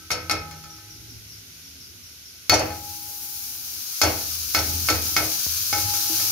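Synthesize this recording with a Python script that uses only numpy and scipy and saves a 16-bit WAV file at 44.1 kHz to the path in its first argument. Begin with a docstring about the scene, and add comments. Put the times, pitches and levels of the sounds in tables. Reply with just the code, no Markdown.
"""A spoon knocks on the rim of a hot metal pot on a gas stove, close to a small microphone: decaying sines
ring as pot and spoon modes, noise bursts make the contact, and the pot rocks on its grate and shakes the stove top.
Fat drops in with a slap and sizzles as random clicks, louder as it melts, with a few loud spits; the flame is hiss.
Beyond the kitchen a bird trills, filtered noise and low swelling tones make traffic, and a far engine's
harmonics slowly rise. Soft bumps on the stove and one finger tap on the microphone case are heard too."""
import sys
import numpy as np
from scipy import signal
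from scipy.fft import rfft, irfft
from scipy.io import wavfile

SR = 44100
rng = np.random.default_rng(int(sys.argv[2]) if len(sys.argv) > 2 else 0)


def volts(x):
    """Linear amplitude factor 10**(x/20) for a level x in dB, scalar or array-like."""
    e = np.asarray(x, float) / 20
    return 10 ** e


def unload_audio(sound):
    """Save the sound as a 16-bit wav file, at the path given as the first command line argument."""
    columns = np.transpose(np.atleast_2d(sound))
    # keep every value between -1 and 1, then stretch to whole-number steps
    steps = np.round(np.clip(columns, -1, 1) * 32767)
    wavfile.write(sys.argv[1], SR, steps.astype(np.int16))


N = 278376
TIME_S = np.arange(N) / SR
SIDES = np.array([[1], [-1]])   # left, right
FAT_LANDS_S = 2.52

# spoon on pot, the first already ringing at the start: start_s, level_db, hum_db (pot modes at 500-1000 Hz),
# bright_db (high spoon modes and tick), bowl_db (clang of the bowl), freedom of the pot to ring (0-1)
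BLOWS = [(-0.22, -13, -33, -5, 0, 0.74), (0.1048, -17.5, -30, -2.5, -2, 0.94),
         (0.2969, -16.5, -10, -4.5, 2.5, 0.81), (0.5113, -36.5, -30, 9, -2, 0.76),
         (0.6395, -42.5, -20, 12.5, 3, 0.9), (0.785, -48.5, -19, 3, -1, 0.7),
         (2.4959, -11, -12.5, 7.5, 9.5, 1), (2.7035, -37, 9, 3, 7, 0), (4.0157, -12.5, -7, 9.5, 1, 0.22),
         (4.548, -12.5, -14, 6.5, 0, 0.7), (4.8869, -11, -20, -8, -16, 0.77),
         (5.1654, -12, -9, 3.5, -6, 0.2), (5.728, -20.5, 2.5, 8.5, -15, 0.87),
         (5.9377, -32, -13, 17, -6, 0), (6.198, -31, -15, 5, -6, 0.4)]
# ringing modes of the pot: pitch_hz, level_db, undamped t60_s, left_over_right_db, left_leads_rad
POT_MODES = [(320, -13, 2., 0, .4), (828, -3, 2.7, 6, .9), (833, -12, 1.5, 3, 0), (1281, -4, 1., -4, .1),
             (1319, -13, 1.9, 2, .7), (1331, -9, 1.6, 0, .3), (1533, -3, 1.2, 0, -1.1),
             (1772, -5, .5, -2, -.6), (2384, -8, .5, 1, -.5), (3289, -9, .5, 9, 2.5),
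             (4151, -4, .3, 6, 1.3), (5480, -9, .2, 1, -.2)]
# ringing modes of the spoon: pitch_hz, level_db, t60_s (shortened a little at each use),
# left_over_right_db, left_leads_rad
SPOON_MODES = [(1333, -2, .36, 3, .7), (1504, -6, .36, -7, -.9), (2177, 2, .22, 0, 1.2),
               (2210, -7, .2, 8, .2), (2520, -4, .24, 0, -.3), (3365, -19, .3, 4, .5),
               (4433, 0, .24, 7, 1.), (4950, -12, .2, -7, -2.5), (5181, -3, .12, -6, -.6),
               (5800, -9, .25, 9, -2.5), (6345, -13, .18, 14, -1.6), (6690, -12, .16, 15, -.3),
               (6950, -18, .16, 15, -1.5)]
# colour of the bursting steam bubbles: pitch_hz, density_db (per Hz)
SIZZLE_COLOUR = [(600, -33), (1000, -21.5), (1500, -15.5), (1950, -21), (2400, -12.5), (3400, -11),
                 (4700, -2), (6200, 0), (6900, -2.5), (7300, -13.5), (9000, -6.5), (12300, 0), (15300, -2)]


def at_hz(points, hz):
    """Reads a (Hz, value) table on a log axis."""
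    table_hz, values = np.transpose(points)
    return np.interp(np.log(hz + 1), np.log(table_hz), values)


def rms_one(x):
    """Scales to rms 1."""
    return x / np.sqrt(np.mean(x ** 2) + 1e-20)


def drift(rate):
    """Slow random wander of spread 1 that turns about rate times a second."""
    return np.interp(TIME_S * rate, np.arange(400), rng.standard_normal(400))


def coloured(pair, spectrum, lean=((100, 0), (1000, 0))):
    """Mixes two unrelated signals into left and right, most alike in the bass, with a spectrum and a lean."""
    # how alike the two sides are: pitch_hz, likeness (-1 to 1)
    likeness = [(60, 0.87), (180, 1), (550, 0.54), (1650, 0.13), (4970, -0.086), (15000, 0.0056)]
    mid, side = rfft(pair)
    hz = np.arange(len(mid)) * SR / pair.shape[1]
    alike = at_hz(likeness, hz)
    both = np.sqrt(1 + alike) * mid + np.sqrt(1 - alike) * side * SIDES
    gain = volts(at_hz(spectrum, hz) + at_hz(lean, hz) * SIDES / 2)
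    return rms_one(irfft(both * gain, pair.shape[1]))


def ring(x, hz, t60):
    """A resonance: a unit click sets a sine of height about 1 ringing."""
    r = volts(-60 / (t60 * SR))
    w = 2 * np.pi * hz / SR
    return signal.lfilter([0, np.sin(w)], [1, -2 * r * np.cos(w), r * r], x + 1e-18)


def add(out, s, sound):
    """Mixes a sound in at time s; a part before the start is lost."""
    i = round(s * SR)
    sound = sound[..., max(-i, 0):N - i]
    out[..., max(i, 0):max(i, 0) + sound.shape[-1]] += sound


def add_mode(out, s, db, hz, t60, lean_db, lead):
    """A dying sine, heard with its own level and phase at each side."""
    t = np.arange(int(t60 * SR)) / SR
    envelope = volts(db + lean_db * SIDES / 2 - 60 * t / t60)
    add(out, s, envelope * np.sin(2 * np.pi * hz * t + lead * SIDES / 2))


def fading(t60, size=16384):
    """An envelope that dies away by 60 dB in t60 seconds."""
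    return volts(-60 * np.arange(size) / SR / t60)


def burst(spectrum, t60, size=16384):
    """Coloured noise that dies away."""
    return coloured(rng.standard_normal((2, size)), spectrum) * fading(t60, size)


def swell(s, half_s):
    """A smooth rise and fall around time s."""
    return np.cos(np.pi / 2 * np.clip((TIME_S - s) / half_s, -1, 1)) ** 2


def wavering(hz):
    """A steady tone that wanders a little in pitch, level and side."""
    phase = 2 * np.pi * np.cumsum(hz + 4.02 * drift(8)) / SR
    lead = 0.35 * drift(3) * SIDES
    return np.sqrt(2) * volts(1.3 * drift(11)) * np.sin(phase + lead)


def kitchen(x):
    """Hard walls return a diffuse tail, octave bands of noise that mostly die sooner in the treble."""
    # reverberation of the room: pitch_hz, t60_s
    room_t60 = [(100, 1), (500, 0.44), (2000, 0.51), (6000, 0.23), (14000, 0.027)]
    t, tail = np.arange(SR) / SR, 0
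    for hz in 60 * 2. ** np.arange(9):
        band = [(hz / 2, -40), (hz / 1.42, -3), (hz, 0), (hz * 1.42, -3), (hz * 2, -40)]
        t60 = at_hz(room_t60, hz)
        noise = coloured(rng.standard_normal((2, SR)), band)
        tail = tail + np.sqrt(hz / t60) * noise * volts(-60 * t / t60)
    tail = tail * (1 - np.exp(-t / 0.00027))
    tail = tail / np.sqrt((tail ** 2).sum(axis=1).mean())
    return signal.fftconvolve(x.mean(axis=0, keepdims=True), tail, axes=1)[:, :N]


def street():
    """Traffic rumble and low swells; the two lowest room resonances boom on after each knock."""
    # low booms from outside: loudest_s, half_length_s, level_db, pitch_hz
    swells = [(1.117, 0.52, -49.5, 107.8), (1.14, 0.08, -46.5, 75.6), (1.86, 0.52, -58.5, 79.2),
              (3.787, 0.066, -53, 80), (4.422, 0.25, -46, 79), (4.74, 0.19, -32.5, 82),
              (4.974, 0.51, -40.5, 80.56), (5.6, 0.077, -46, 92.2), (5.814, 0.22, -37.5, 98),
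              (6.274, 0.34, -45.5, 104)]
    # colour of the traffic: pitch_hz, density_db (per Hz)
    rumble_colour = [(15, -59), (25, -7.5), (82, 0.5), (216, -13.5), (262, -8.5), (328, -13.5), (405, -15),
                     (750, -46), (1200, -51), (1560, -62), (2640, -120)]
    # lowest room resonances: pitch_hz
    room_hz = (84.2, 101.1)
    boom_db, rise_s, free_t60_s = -21, 0.027, 1   # the room's boom, longest when the pot is free
    steady_db, swelling_db = -57.5, -10   # constant rumble; broad part that comes with each boom
    after, t = np.zeros(N), np.arange(2 * SR) / SR
    for s, db, *_, free in BLOWS:
        t60 = free_t60_s * max(free, .25)
        add(after, s, volts(db + boom_db - 60 * t / t60) * (1 - np.exp(-t / rise_s)))
    booms = after * sum(wavering(hz) for hz in room_hz)
    busy = after
    for s, half_s, db, hz in swells:
        envelope = volts(db) * swell(s, half_s)
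        booms = booms + envelope * wavering(hz)
        busy = busy + envelope
    rumble = coloured(rng.standard_normal((2, N)), rumble_colour) * volts(2.5 * drift(6))
    return booms + (volts(steady_db) + volts(swelling_db) * busy) * rumble


def engine():
    """Far off, a few multiples of the slowly rising firing rate reach the kitchen, fading in and out."""
    # harmonics that come and go: multiple, loudest_s, half_length_s, level_db (rms)
    harmonics = [(3, 0.48, 0.41, -47.5), (6, 0.9, 0.39, -60.5), (3, 1.56, 0.49, -61.5), (5, 1.7, 0.17, -61)]
    firing_hz = 52.7 + 1.2 * (TIME_S - 0.341)   # 52.7 Hz at 0.341 s, rising 1.2 Hz per second
    phase = 2 * np.pi * np.cumsum(firing_hz) / SR
    return sum(np.sqrt(2) * volts(db) * swell(s, half_s) * np.sin(k * phase) for k, s, half_s, db in harmonics)


def bird():
    """Each chirp starts on its top note, then trills fast and unevenly down and back, deepest in the middle."""
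    # chirps outside: start_s (attack begins 8 ms sooner), level_db, top_hz
    chirps = [(0.563, -42, 5740), (0.707, -36, 5800), (0.904, -36, 5850), (1.091, -36, 5730),
              (1.3047, -36, 5680), (1.6507, -38.5, 5690), (1.8078, -35.5, 5640), (2.0393, -38, 5800),
              (2.2487, -35.5, 5710)]
    trill_hz, trill_depth_hz = 95, 950
    out, t = np.zeros((2, N)), np.arange(int(.11 * SR)) / SR
    shape = np.sin(np.pi * (t / t[-1]) ** 0.26)
    for s, db, top_hz in chirps:
        waver, uneven = (np.interp(t, np.linspace(0, .11, 30), k) for k in rng.standard_normal((2, 30)))
        trill = np.sin(np.pi * np.cumsum(trill_hz * (1 + .4 * uneven)) / SR) ** 2
        dip = trill * np.sin(np.pi * t / t[-1])
        note = np.sin(2 * np.pi * np.cumsum(top_hz + 70 * waver - trill_depth_hz * dip) / SR)
        add(out, s - .008, volts(db - 7 + 2.8 * uneven) * note * shape)
    return out


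def flame():
    """Smooth gas hiss: coloured noise of slightly wandering level."""
    # colour of the hiss: pitch_hz, density_db (per Hz)
    hiss_colour = [(290, -14.5), (500, -18.5), (668, -19.5), (1130, -17.5), (1510, -8), (1770, -17),
                   (1980, -11), (3290, -7), (5630, -1), (6800, -4.5), (7420, -18), (9220, -11.5),
                   (12000, -4.5), (15100, -15), (16000, -22)]
    # place of the hiss: pitch_hz, left_over_right_db
    hiss_lean = [(60, -6), (150, 1), (380, -16.5), (950, -1.5), (2380, -11), (5980, 5), (15000, -3.5)]
    return volts(-45 + .5 * drift(8.3)) * coloured(rng.standard_normal((2, N)), hiss_colour, hiss_lean)


def finger_tap():
    """A finger on the microphone case: a sudden pressure step that swings out slowly."""
    # the tap: start_s, level_db, pitch_hz, t60_s
    tap = (5.4656, -27.5, 78.5, 0.6)
    s, db, hz, t60 = tap
    out, t = np.zeros(N), np.arange(16384) / SR
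    step = 1.2 * np.exp(-t / .0012)
    swing = .5 * fading(t60) * np.sin(2 * np.pi * hz * t + 2.1)
    add(out, s, -volts(db) * (step + swing))
    return signal.lfilter(np.ones(8) / 8, [1], out)   # softens the edge


def sizzle():
    """Thousands of tiny steam bubbles burst each second, in gusts; they also set the pot humming faintly."""
    # vigour of the melting fat: time_s, level_db
    vigour = [(2.67, -47.5), (2.93, -44.5), (3.6, -43), (4.07, -36), (4.45, -36), (4.66, -34),
              (6.31, -29.5)]
    # place of the sizzle: pitch_hz, left_over_right_db
    sizzle_lean = [(60, -7), (180, -21), (550, 8), (1650, 2.5), (4970, 2), (15000, 5.5)]
    vigour_db = np.interp(TIME_S, *np.transpose(vigour))
    since = TIME_S - FAT_LANDS_S
    splat = volts(-20 - 60 * np.maximum(since, 0) / 0.28)   # first splat, t60 0.28 s
    flare_db = 5 * np.exp(-((TIME_S - 3.28) / 0.33) ** 2)   # the fine spit flares as the lump slides
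    spit_db = vigour_db + 7.5 + flare_db
    sizes = volts(2 * np.minimum(rng.exponential(1, (2, N)), 5)) * rng.choice([-1, 1], (2, N))
    bubbles_per_s = 9000 * volts(1.5 * drift(40))
    grains = sizes * (rng.random((2, N)) < bubbles_per_s / SR)
    hum = sum(volts(.5 * db) * rms_one(ring(grains, hz, t60)) for hz, db, t60, *_ in POT_MODES[3:])
    sound = coloured(rms_one(grains) + volts(-17) * rms_one(hum), SIZZLE_COLOUR, sizzle_lean)
    spit = signal.sosfiltfilt(signal.butter(4, 7300, "high", fs=SR, output="sos"), sound)
    body = (volts(vigour_db + 3.5) + splat) * rms_one(sound - spit)
    spit = volts(spit_db + 0.33 * drift(4.4)) * rms_one(spit)
    landing = np.clip(since / 0.025, 0, 1)
    gusts = volts(.5 * drift(15))
    return landing * gusts * (body + spit)


def pops():
    """A larger steam bubble bursts: a few milliseconds of sizzle-coloured noise."""
    # single loud spits of fat: start_s, level_db
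    spits = [(5.9444, -16), (5.9904, -23), (6.0924, -16), (6.2664, -15)]
    out = np.zeros((2, N))
    for s, db in spits:
        add(out, s, volts(db - 7) * burst(SIZZLE_COLOUR, 0.029, size=1024))
    return out


def slap():
    """The soft lump flattens on the pot base: a dull, swelling thump of resonant noise."""
    rise_s = 0.008
    out, t = np.zeros(N), np.arange(8192) / SR
    squash = rms_one(ring(rng.standard_normal(8192), 716, 0.011))
    add(out, FAT_LANDS_S, volts(-19) * squash * t / rise_s * np.exp(1 - t / rise_s))
    return out


def stove_boom(rise_s):
    """The sheet metal is shaken for a moment by a soft, uneven push; loose parts clatter along."""
    # stove top sheet metal: pitch_hz, level_db, t60_s
    sheet_modes = [(85.8, -5.5, 0.15), (104, -8.5, 0.082), (158, -26, 1), (314.4, -11.5, 0.25),
                   (600, -12, 0.036)]
    # loose stove parts: pitch_hz, density_db (per Hz)
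    clatter_colour = [(71, -45), (120, -11), (229, -9), (330, -6), (602, 0), (800, -3), (1050, -10),
                      (1870, -12), (2500, -11), (3250, -17), (5500, -120)]
    t = np.arange(SR) / SR
    push_shape = t / rise_s * np.exp(1 - t / rise_s)
    push = rng.standard_normal(SR) * push_shape / np.sqrt(rise_s * SR)
    clatter = volts(6) * burst(clatter_colour, 0.28, size=SR) * (1 - np.exp(-t / rise_s))
    return clatter + sum(volts(db) * ring(push, hz, t60) for hz, db, t60 in sheet_modes)


def thuds():
    """A padded bump: a low push that rings briefly and shakes the stove a little."""
    # soft bumps on the stove: start_s, level_db, pitch_hz, t60_s
    bumps = [(1.102, -43, 99, 0.21), (3.074, -30.5, 90, 0.1), (4.39, -31.5, 77, 0.39),
             (6.098, -19.5, 326, 0.17)]
    out = np.zeros((2, N))
    push = np.r_[np.hanning(60) / 30, np.zeros(20000)]
    for s, db, hz, t60 in bumps:
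        add(out, s, volts(db - 11) * (ring(push, hz, t60) + 2 * push))
        add(out, s, volts(db - 26.5) * stove_boom(0.018))
    return out


def rocks():
    """The pot rocks: a short bright clink of cast iron on its base, and another shake of the stove."""
    # the pot falls back onto its grate: start_s, level_db, clink_hz, boom_db (stove)
    falls = [(0.1151, -15, 5440, -32), (0.1312, -23, 5240, -51), (0.3112, -14, 5420, -31),
             (2.52, -16, 4600, -17.5), (2.54, -11.5, 5780, -32), (2.594, -20, 5060, -22),
             (4.0191, -16, 5450, -35), (4.033, -12, 5500, -17.5), (4.05, -19, 5300, -29),
             (4.5634, -23, 5100, -42), (4.5887, -17, 5560, -36.5), (4.9005, -13, 5300, -30.5),
             (5.1849, -23.5, 5600, -27.5), (5.734, -20.5, 5120, -62)]
    # noise of the clink: pitch_hz, density_db (per Hz)
    scrape_colour = [(3000, -6.5), (4800, 0), (6800, 1), (7500, -13), (12000, -6.5), (16000, -37)]
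    clink_t60_s = 0.06
    out = np.zeros((2, N))
    for s, db, hz, boom_db in falls:
        # the clink is a rough pair of modes
        add_mode(out, s, db - 6, hz, clink_t60_s, 1, -.2)
        add_mode(out, s, db - 10, hz - 130 * rng.uniform(0.58, 1.83), clink_t60_s, 2, 1.5)
        add(out, s, volts(db - 5) * burst(scrape_colour, 0.065))
        # the spoon touches again whenever the pot rocks
        for mode_hz, mode_db, t60, *sides in SPOON_MODES:
            add_mode(out, s, db + mode_db - 19.5 + rng.normal(0, 0.32), mode_hz, 0.93 * t60, *sides)
        add(out, s, volts(boom_db - 6) * stove_boom(0.012))
    return out


def blows():
    """Each knock strikes every mode of pot and spoon; a resting spoon and the fat damp the pot."""
    # noise of the contact: pitch_hz, density_db (per Hz)
    crack_colour = [(500, -25.5), (900, -28.5), (1500, -10), (2300, -2), (3200, -10), (4500, -2),
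                    (6500, -11), (7400, -23.5), (12000, -12), (16000, -35)]
    # first instant of the contact: pitch_hz, density_db (per Hz)
    tick_colour = [(2000, -3), (6800, 1), (7600, -13), (16000, 5)]
    # modes of the spoon's bowl: pitch_hz
    bowl_hz = (2520, 4433)
    spoon_damping, fat_damping = 1.4, 0.7   # added to 1 / t60 at 800 Hz (per s)
    rings, noise = np.zeros((2, 2, N))
    for s, db, hum_db, bright_db, bowl_db, free in BLOWS:
        over_firm_db = db + 15   # against a firm blow
        in_fat = s > FAT_LANDS_S - .1
        for hz, mode_db, t60, *sides in POT_MODES:
            loss = spoon_damping * (1 - free) + fat_damping * (in_fat and hz > 1000)
            damped_t60 = 1 / (1 / t60 + loss * (hz / 800) ** 0.1)
            if 500 < hz < 1000:
                extra_db = hum_db
            else:   # these modes take a share of the hum's swing and grow more slowly than the blow
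                extra_db = -5.5 + 0.17 * hum_db - 0.4 * over_firm_db
            add_mode(rings, s, db + mode_db + extra_db - 9 + rng.normal(0, 1), hz, damped_t60, *sides)
        for hz, mode_db, t60, *sides in SPOON_MODES:
            if hz in bowl_hz:
                extra_db = bowl_db * hz / max(bowl_hz)
            else:
                extra_db = bright_db * (hz > 3000)
            add_mode(rings, s, db + mode_db + extra_db - 11 + rng.normal(0, 1), hz, 0.89 * t60, *sides)
        contact_db = db + 0.2 * over_firm_db   # contact noise grows faster than the blow
        add(noise, s, volts(contact_db - 4.5) * burst(crack_colour, 0.031))
        add(noise, s, volts(contact_db - 14) * burst(crack_colour, 0.29))   # dense modes too close to tell apart
        add(noise, s, volts(contact_db + bright_db - 3) * burst(tick_colour, 0.01, size=400))
        add(noise, s, volts(db - 16) * stove_boom(0.018))
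    return rings, noise


def scene():
    """Knocks and bird share the room's echo; steady sounds lie under them."""
    background = street() + engine() + flame() + finger_tap()
    chirps = bird()
    fat = sizzle() + pops()
    rings, contact = blows()
    knocks = contact + rocks() + thuds() + slap()
    wet = kitchen(volts(-2) * knocks + volts(-13) * rings + chirps)
    near = rings + knocks * volts(.7 * SIDES)   # knocks lean to the left
    return near + volts(-4.5) * chirps + wet + fat + background


def band_limit(x):
    """A steep low-pass at the top of the band."""
    return signal.sosfilt(signal.butter(12, 17020, fs=SR, output="sos"), x)


def record(dry):
    """Small microphone ports lose the deepest bass; peaks stop at full scale and the top is cut."""
    x = signal.sosfilt(signal.butter(4, 55, "high", fs=SR, output="sos"), dry)
    x = np.clip(x, -1, 1)
    x = signal.sosfilt(signal.cheby2(20, 50, 15950, fs=SR, output="sos"), x)
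    return band_limit(x)


dry = scene()
out = record(dry)
unload_audio(out)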